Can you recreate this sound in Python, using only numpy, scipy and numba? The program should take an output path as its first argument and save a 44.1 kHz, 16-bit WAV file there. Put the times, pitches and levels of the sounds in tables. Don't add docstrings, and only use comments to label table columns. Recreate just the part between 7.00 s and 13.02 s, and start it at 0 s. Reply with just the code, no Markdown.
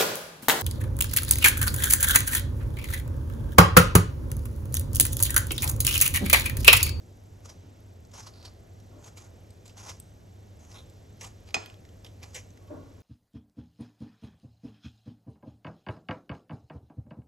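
import sys
import numpy as np
from scipy import signal
from scipy.fft import rfft, irfft, next_fast_len
from scipy.io import wavfile
from scipy.ndimage import uniform_filter1d
from numba import njit

SR = 44100
rng = np.random.default_rng(int(sys.argv[2]) if len(sys.argv) > 2 else 0)


def dump(signal):
    limited = np.clip(np.atleast_2d(signal).T, -1, 1)
    pcm = np.round(limited * 32767).astype(np.int16)
    wavfile.write(sys.argv[1], SR, pcm)


def how_loud(loudness_db):
    steps = np.asarray(loudness_db, float) / 20
    return 10 ** steps


N = 265482
LONG = next_fast_len(N)

# bite t/s, length t/s, rasp level/dB, change until let go level/dB, rasp centre f/Hz
CUTS = [(.46, 0.00164, -45, -11, 5910), (.496, 0.0031, -53, 3.5, 5500), (1.142, 0.0656, -50.5, 0.5, 5880),
        (1.22, 0.0565, -61, 0.5, 5910), (1.27, 0.0142, -52, -6, 4770), (1.452, 0.0103, -50, -4.5, 4770),
        (1.995, 0.0864, -65.5, 12.5, 6410), (2.212, 0.057, -57.5, -5, 6280), (2.774, .1, -50.5, 0, 6010),
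        (2.885, 0.021, -48, -0.5, 5530), (3.745, 0.054, -57.5, -8.5, 5430),
        (4.238, 0.0294, -51, -1.5, 6630)]
SKIMS = [(2.175, 0.0035, -49, -3, 6400), (2.654, .002, -65, 8.5, 6400), (2.68, 0.0265, -61.5, -4.5, 5440),
         (2.94, 0.045, -58.5, -10, 6120), (3.718, 0.0133, -55, -5.5, 5140), (4.21, 0.0305, -47.5, 0, 6110),
         (5.05, .002, -53, 2, 3360), (5.098, .002, -73.5, 0, 3450), (5.255, 0.044, -64, -0.5, 6230),
         (5.35, 0.0308, -42, -2.5, 5990)]
SCUFFS = [
    (4.466, 0.0242, -69, 10.5, 4570),
    (5.229, .002, -52, 2.5, 4180),
]
DRAGS = [(1.34, 0.0906, -61, 0.5, 4460), (1.48, 0.019, -65, -7.5, 4470), (3.6, 0.0575, -65.5, 3, 6350),
         (3.674, 0.031, -69.5, 9.5, 6070), (3.745, 0.0482, -54.5, 3, 3620)]
# rows, flesh re rasp level/dB, handle re rasp level/dB, focus (0-1)
KINDS = [
    (CUTS, -1.95, -12.5, 0.578),
    (SKIMS, -5.5, -6, 0.558),
    (SCUFFS, 0.061, 1.5, 0.42),
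    (DRAGS, -4.5, -6.5, 0.827),
]
# t/s, peak level/dB, pitch f/Hz, top re peak level/dB
SLIPS = [(.4545, -46, 6080, -30), (.4903, -42.5, 5580, -30), (1.1126, -51.5, 6770, -25),
         (1.144, -57, 5960, -28.5), (1.152, -49.5, 1150, -29.5), (1.164, -52.5, 5740, -33.5),
         (1.1922, -42.5, 6200, -37), (1.2284, -44, 5200, -28), (1.2722, -44, 4500, -23.5),
         (1.4508, -35.5, 4264, -44), (2.0405, -43, 6390, -38.5), (2.0768, -46, 2145, -28),
         (2.174, -45.5, 6870, -9.5), (2.177, -44, 1275, -27.5), (2.6554, -45.5, 7300, -27.5),
         (2.694, -46.5, 3010, -29.5), (2.7761, -43, 6220, -32.5), (2.892, -35.5, 6060, -31.5),
         (3.711, -49.5, 5420, -31.5), (4.2383, -47.5, 7170, -34.5), (4.24, -40.5, 3100, -30),
         (4.474, -49, 3120, -37), (5.061, -44, 3100, -30.5), (5.229, -39, 2460, -27),
         (5.3449, -33.5, 7340, -26.5), (5.6746, -57, 3140, -15.5)]
TICKS = [(1.051, -50, 6200, -26), (1.4283, -45.5, 4700, -31.5), (1.4494, -54.5, 4250, -37.5),
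         (1.4933, -51.5, 4640, -31), (1.8014, -48, 5600, -32.5), (2.5057, -46.5, 7920, -30),
         (2.6798, -42, 6490, -27.5), (3.0007, -39, 8170, 7), (3.8987, -49, 7500, -9.5),
         (4.2117, -33, 6380, -36), (4.2174, -36.5, 5663, -26), (4.5076, -40.5, 2280, -14),
         (4.6608, -35, 3240, -6), (4.7004, -40, 3060, -32), (4.7424, -48.5, 3420, -25),
         (4.8518, -47, 2070, -21.5), (4.8908, -50, 3038, -25), (5.0473, -37, 3210, -9.5),
         (5.5049, -50, 6067, -26.5), (5.575, -46, 2230, -23.5)]
# t/s, level/dB, hardness (0-1)
CLINKS = [
    (4.5425, -19, 0.97),
    (4.544, -12, 0.56),
    (4.5485, -19.5, 0.82),
    (4.550, -23, 0.02),
    (4.5555, -25.5, 0.17),
    (4.566, -20.5, 0),
    (4.572, -30.5, 0),
]
# f/Hz, level/dB, t60 t/s
BOWL_MODES = [(483, -4.5, 0.0263), (768, 2, 0.02), (1327, -6, 0.0265), (1943, -10, .03),
              (2490, 10.5, 0.0165), (3277, -9.5, 0.039), (3540, -5.5, 0.041), (4183, -5, 0.064),
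              (4343, -2, 0.063), (5089, 0.5, 0.043), (5150, -10.5, 0.0434), (6120, -7, 0.053),
              (6414, 4, 0.0394), (7580, 2, 0.034)]
RIM_MODES = [(2460, -8, 0.52), (3456, -3, 0.31), (4183, -0.5, 0.36), (4315, -6.5, .25), (5256, 1.5, 0.3),
             (6540, -5.5, 0.29), (6930, -4.5, 0.26), (7600, 4, 0.23)]
# t/s, length t/s, level/dB, change until it dies level/dB
THUDS = [
    (1.911, 0.0854, -58.5, 2),
    (5.709, 0.0333, -45, 1),
    (5.759, 0.183, -47, -16.5),
    (5.98, .002, -56, 0),
]
# f/Hz, width f/Hz, level/dB
PANEL_MODES = [(81.3, 42, -12), (144.7, 26.7, -3.5), (263.6, 18.7, -3.5), (320, 23.7, -7), (468, 48, -12),
               (595, 35.7, -2.5), (916, 100, -7), (1110, 64, -5.5), (1426, 120, -8.5)]
# t/s, f/Hz, level/dB, t60 t/s
LATCH = [
    (1.924, 1133, -67.5, 0.265),
    (5.608, 1110, -61, 0.31),
    (5.677, 1110, -52.5, 0.16),
    (5.702, 603.6, -37.5, 0.104),
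    (5.707, 320, -41.5, 0.33),
    (5.745, 93.2, -37.5, 0.22),
]
# f/Hz, level/dB
HUM = [(101.56, -54.5), (93.36, -64.5), (44.1, -66.5)]
# f/Hz, density level/dB (per Hz)
AIR = [(28, -21.5), (42, -11), (62, -7), (90, 2), (125, -9.5), (650, -19), (1050, -29.5), (1650, -32.5),
       (4890, -38), (6040, -35), (8400, -46), (9200, -37), (11500, -48.5), (15600, -42)]
# f/Hz, width f/Hz, level/dB, start in frame t/s, length t/s
CHIRP = [(7604, 510, -72.5, 0.01985, 0.0159), (13340, 850, -113, 0.00325, 0.00142),
         (10580, 4200, -66, 0.0037, 0.00345)]
# f/Hz, left minus right level/dB, right leads (half turns),
# unrelated share (0-1)
PORTS = [(60, -1, -0.00093, .02), (302.5, 1, 0.119, 0.2), (701, 3.5, -0.325, 1), (1204, -2.5, 0.156, 1),
         (2460, -2, 0.413, 0), (3450, -5, 0.28, 0), (5210, -1, 0.24, 0),
         (5350, 0, 0, 0), (8050, 0, 0, 0), (8600, 0, -.5, .4), (9250, 0, -1, 0), (10250, 0, -1, 0),
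             (11000, 0, -1.5, .3), (11700, 0, -2, 0), (13100, 0, -2, 0), (13600, 0, -2.4, .4),
             (14350, 0, -3, 0)]

BITE_DB_PER_S, RELEASE_DB_PER_S = 1207, 476.5
CREEP_DB, CREEP_DB_PER_S = -21, 259
SAG_HZ_PER_S = 2800
PUSH_DB_PER_DB = 0.54
BOARD_HZ, BOARD_DB, BOARD_DB_PER_DB = 559, -9, 1.23
RIM_DB, AIR_DB = -24, -51.5
FRAME_S = 1 / 30
ROOM_T60_S, ROOM_DB = 0.426, -14


def rasp():
    out = np.zeros(N)
    tearing = grit(3.61) * how_loud(2.52 * walk(190))
    for rows, flesh_db, kind_handle_db, focus in KINDS:
        for *timing, centre_hz in rows:
            a, b, t, db = stroke(*timing)
            grains = tearing[a:b]
            hz = np.clip(centre_hz - SAG_HZ_PER_S * (1 - focus) * t, 2500, 9000)
            handle_db = kind_handle_db + PUSH_DB_PER_DB * (db + 52.5)
            width = np.full(b - a, 0.115 + 0.436 * (1 - focus) ** 0.66)
            whistle = level(sweep(sweep(grains, hz, width), hz, width), 0)
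            hiss = level(band_twice(grains, 5030, 0.59), 0)
            flesh = level(band_twice(grains, 889, 1.192), 1.08)
            handle = level(band_twice(grains, 2030, 0.79), 0.59)
            spray = level(band_twice(grains, 10190, 0.073), -8.5)
            board = level(band_twice(grains, BOARD_HZ, 0.3), BOARD_DB) * how_loud(BOARD_DB_PER_DB * (db + 45))
            blade = focus * whistle + (1 - focus) * hiss
            mix = blade + how_loud(flesh_db) * flesh + how_loud(handle_db) * handle + spray + board
            out[a:b] += mix * how_loud(db) * signal.windows.tukey(b - a, .1)
    return out


def grit(spread_db):
    size = np.minimum(rng.exponential(size=N), 5.5)
    return level(rng.standard_normal(N) * how_loud(spread_db * size), 0)


def stroke(s, length, db, change_db):
    a, b = int((s - .08) * SR), min(int((s + length + 0.2) * SR), N)
    t, length = np.arange(a, b) / SR - s, max(length, .001)
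    before = np.maximum(BITE_DB_PER_S * t, CREEP_DB + CREEP_DB_PER_S * t)
    after = change_db * np.minimum(t / length, 1) - RELEASE_DB_PER_S * np.maximum(t - length, 0)
    return a, b, t, db + np.where(t < 0, before, after)


def slips():
    return bursts(SLIPS, rise=0.00405, t60=0.057, spread=1.0)


def ticks():
    return bursts(TICKS, rise=0.000172, t60=0.0164, spread=0.64)


def bursts(events, rise, t60, spread):
    out, t = np.zeros(N), np.arange(4096) / SR
    for s, db, hz, top_db in events:
        x = rng.standard_normal(len(t)) * (1 - np.exp(-t / rise)) * how_loud(-60 * t / t60)
        skirt_hz = hz ** (1 - spread) * 4000 ** spread
        body = 2.69 * band(x, hz, 0.08) + band_twice(x, skirt_hz, 1.48)
        top = band_twice(x, 9500, 0.8)
        burst = body / np.abs(body).max() + how_loud(top_db - 0.5) * top / np.abs(top).max()
        add(out, s - .001, how_loud(db) * burst)
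    return out


def bowl():
    out, t = np.zeros(N), np.arange(SR // 5) / SR
    for s, db, hard in CLINKS:
        gains = rng.uniform(0.284, 3.4, len(BOWL_MODES)) * (-1) ** np.arange(len(BOWL_MODES))
        crack = band(rng.standard_normal(len(t)), 2320, 10.7) * how_loud(-6.5 - 60 * t / 0.019)
        struck = ring(BOWL_MODES, gains) + how_loud(RIM_DB) * ring(RIM_MODES, gains) + crack
        push = signal.lfilter([1], [1, -(1 - np.clip(hard, .02, 1))], struck)
        add(out, s, how_loud(db) * push / np.abs(push).max())
    rattle = band(rng.standard_normal(len(t)), 546, 1.59) * how_loud(-27 - 60 * t / 0.461)
    add(out, CLINKS[0][0], rattle)
    out = signal.sosfilt(signal.butter(3, [140, 8100], "band", fs=SR, output="sos"), out)
    return out + how_loud(-16) * echoes(out, cloud(0.066))


def ring(modes, gains):
    t = np.arange(SR // 5) / SR
    x = np.zeros(len(t))
    for (hz, db, t60), gain in zip(modes, gains):
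        x += gain * how_loud(db - 60 * t / t60) * np.sin(2 * np.pi * hz * t)
    return x / np.abs(x).max()


def door():
    out, t = np.zeros(N), np.arange(SR // 4) / SR
    for thud in THUDS:
        a, b, _, db = stroke(*thud)
        panel = np.zeros(b - a)
        for hz, width_hz, mode_db in PANEL_MODES:
            panel += level(band(rng.standard_normal(b - a), hz, width_hz / hz), mode_db)
        out[a:b] += how_loud(db) * level(band(panel, 321, 1.23), 2.65)
    for s, hz, db, t60 in LATCH:
        swell = 1 - np.exp(-t / 0.0043)
        add(out, s, how_loud(db - 60 * t / t60) * swell * np.sin(2 * np.pi * hz * t))
    return out


def lens_motor():
    out, t = np.zeros(N), np.arange(N) / SR
    for hz, width_hz, db, start, length in CHIRP:
        frame, since = np.divmod(t - start + FRAME_S, FRAME_S)
        gate = np.sin(np.pi * np.clip(since / length, 0, 1))
        strength = how_loud(2.3 * rng.standard_normal(N // 1000))[frame.astype(int)]
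        whirr = level(band_twice(rng.standard_normal(N), hz, width_hz / hz), db)
        out += gate * strength * whirr
    return out


def fridge():
    out, t = np.zeros(N), np.arange(N) / SR
    for hz, db in HUM:
        line = np.sin(2 * np.pi * hz * t + 1.24 * walk(4))
        out += np.sqrt(2) * how_loud(db + 0.4 * walk(3.303)) * line
    return out


def air():
    f = np.fft.rfftfreq(LONG, 1 / SR) + 1
    hz, db = np.transpose(AIR)
    spectrum = rfft(rng.standard_normal(LONG)) * how_loud(np.interp(np.log(f), np.log(hz), db))
    place = np.clip(np.log2(f / 60) / 1.5, 0, 5)
    out = np.zeros(N)
    for k in range(6):
        share = np.clip(1 - abs(place - k), 0, 1)
        out += irfft(spectrum * share, LONG)[:N] * how_loud(1.01 * walk(5.2))
    return level(out, AIR_DB)


def heard(near, leak):
    common = near + how_loud(ROOM_DB) * echoes(near, cloud(ROOM_T60_S))
    apart = echoes(near, cloud(0.026) + how_loud(ROOM_DB) * cloud(ROOM_T60_S))
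    return ports(common, apart, leak)


def ports(common, apart, leak):
    hz, *columns = np.transpose(PORTS)
    f = np.fft.rfftfreq(LONG, 1 / SR)
    db, turns, share = (np.interp(f, hz, column) for column in columns)
    share = np.clip(share, leak, 1) / 2
    side = np.array([[1], [-1]])
    both = np.sqrt(1 - share) * rfft(common, LONG) + side * np.sqrt(share) * rfft(apart, LONG)
    turned = both * how_loud(side * db / 2) * np.exp(-.5j * np.pi * turns * side)
    return irfft(turned, LONG)[:, :N]


def cloud(t60):
    t = np.arange(SR // 2) / SR
    x = rng.standard_normal(len(t)) * how_loud(-60 * t / t60) * (t > .002)
    return x / np.linalg.norm(x)


def echoes(x, response):
    return signal.oaconvolve(x, response)[:N]


def level(x, db):
    return x * how_loud(db) / np.sqrt(np.mean(x ** 2))


def walk(rate):
    k = int(SR / rate)
    held = np.repeat(rng.standard_normal(N // k + 1), k)
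    return uniform_filter1d(uniform_filter1d(held, k), k)[:N]


def add(out, s, x):
    i = int(s * SR)
    out[i:i + len(x)] += x[:N - i]


@njit
def svf(x, g, share):
    y, b, l = np.empty(len(x)), 0., 0.
    for i in range(len(x)):
        v = (b + g[i] * (x[i] - l)) / (1 + g[i] * (g[i] + share[i]))
        b, l, y[i] = 2 * v - b, l + 2 * g[i] * v, share[i] * v
    return y


def sweep(x, hz, share):
    return svf(x, np.tan(np.pi * hz / SR), share)


def band(x, hz, share):
    return sweep(x, np.full(len(x), 1. * hz), np.full(len(x), 1. * share))


def band_twice(x, hz, share):
    return band(band(x, hz, share), hz, share)


def scene():
    soft = rasp() + slips() + door()
    sharp = ticks() + bowl()
    still = ports(lens_motor() + fridge() + air(), air(), leak=0)
    return heard(soft, leak=0.0042) + heard(sharp, leak=0.088) + still


def band_limit(x):
    return signal.sosfilt(signal.butter(12, 14260, fs=SR, output="sos"), x)


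def record(dry):
    return band_limit(dry)


dry = scene()
out = record(dry)
dump(out)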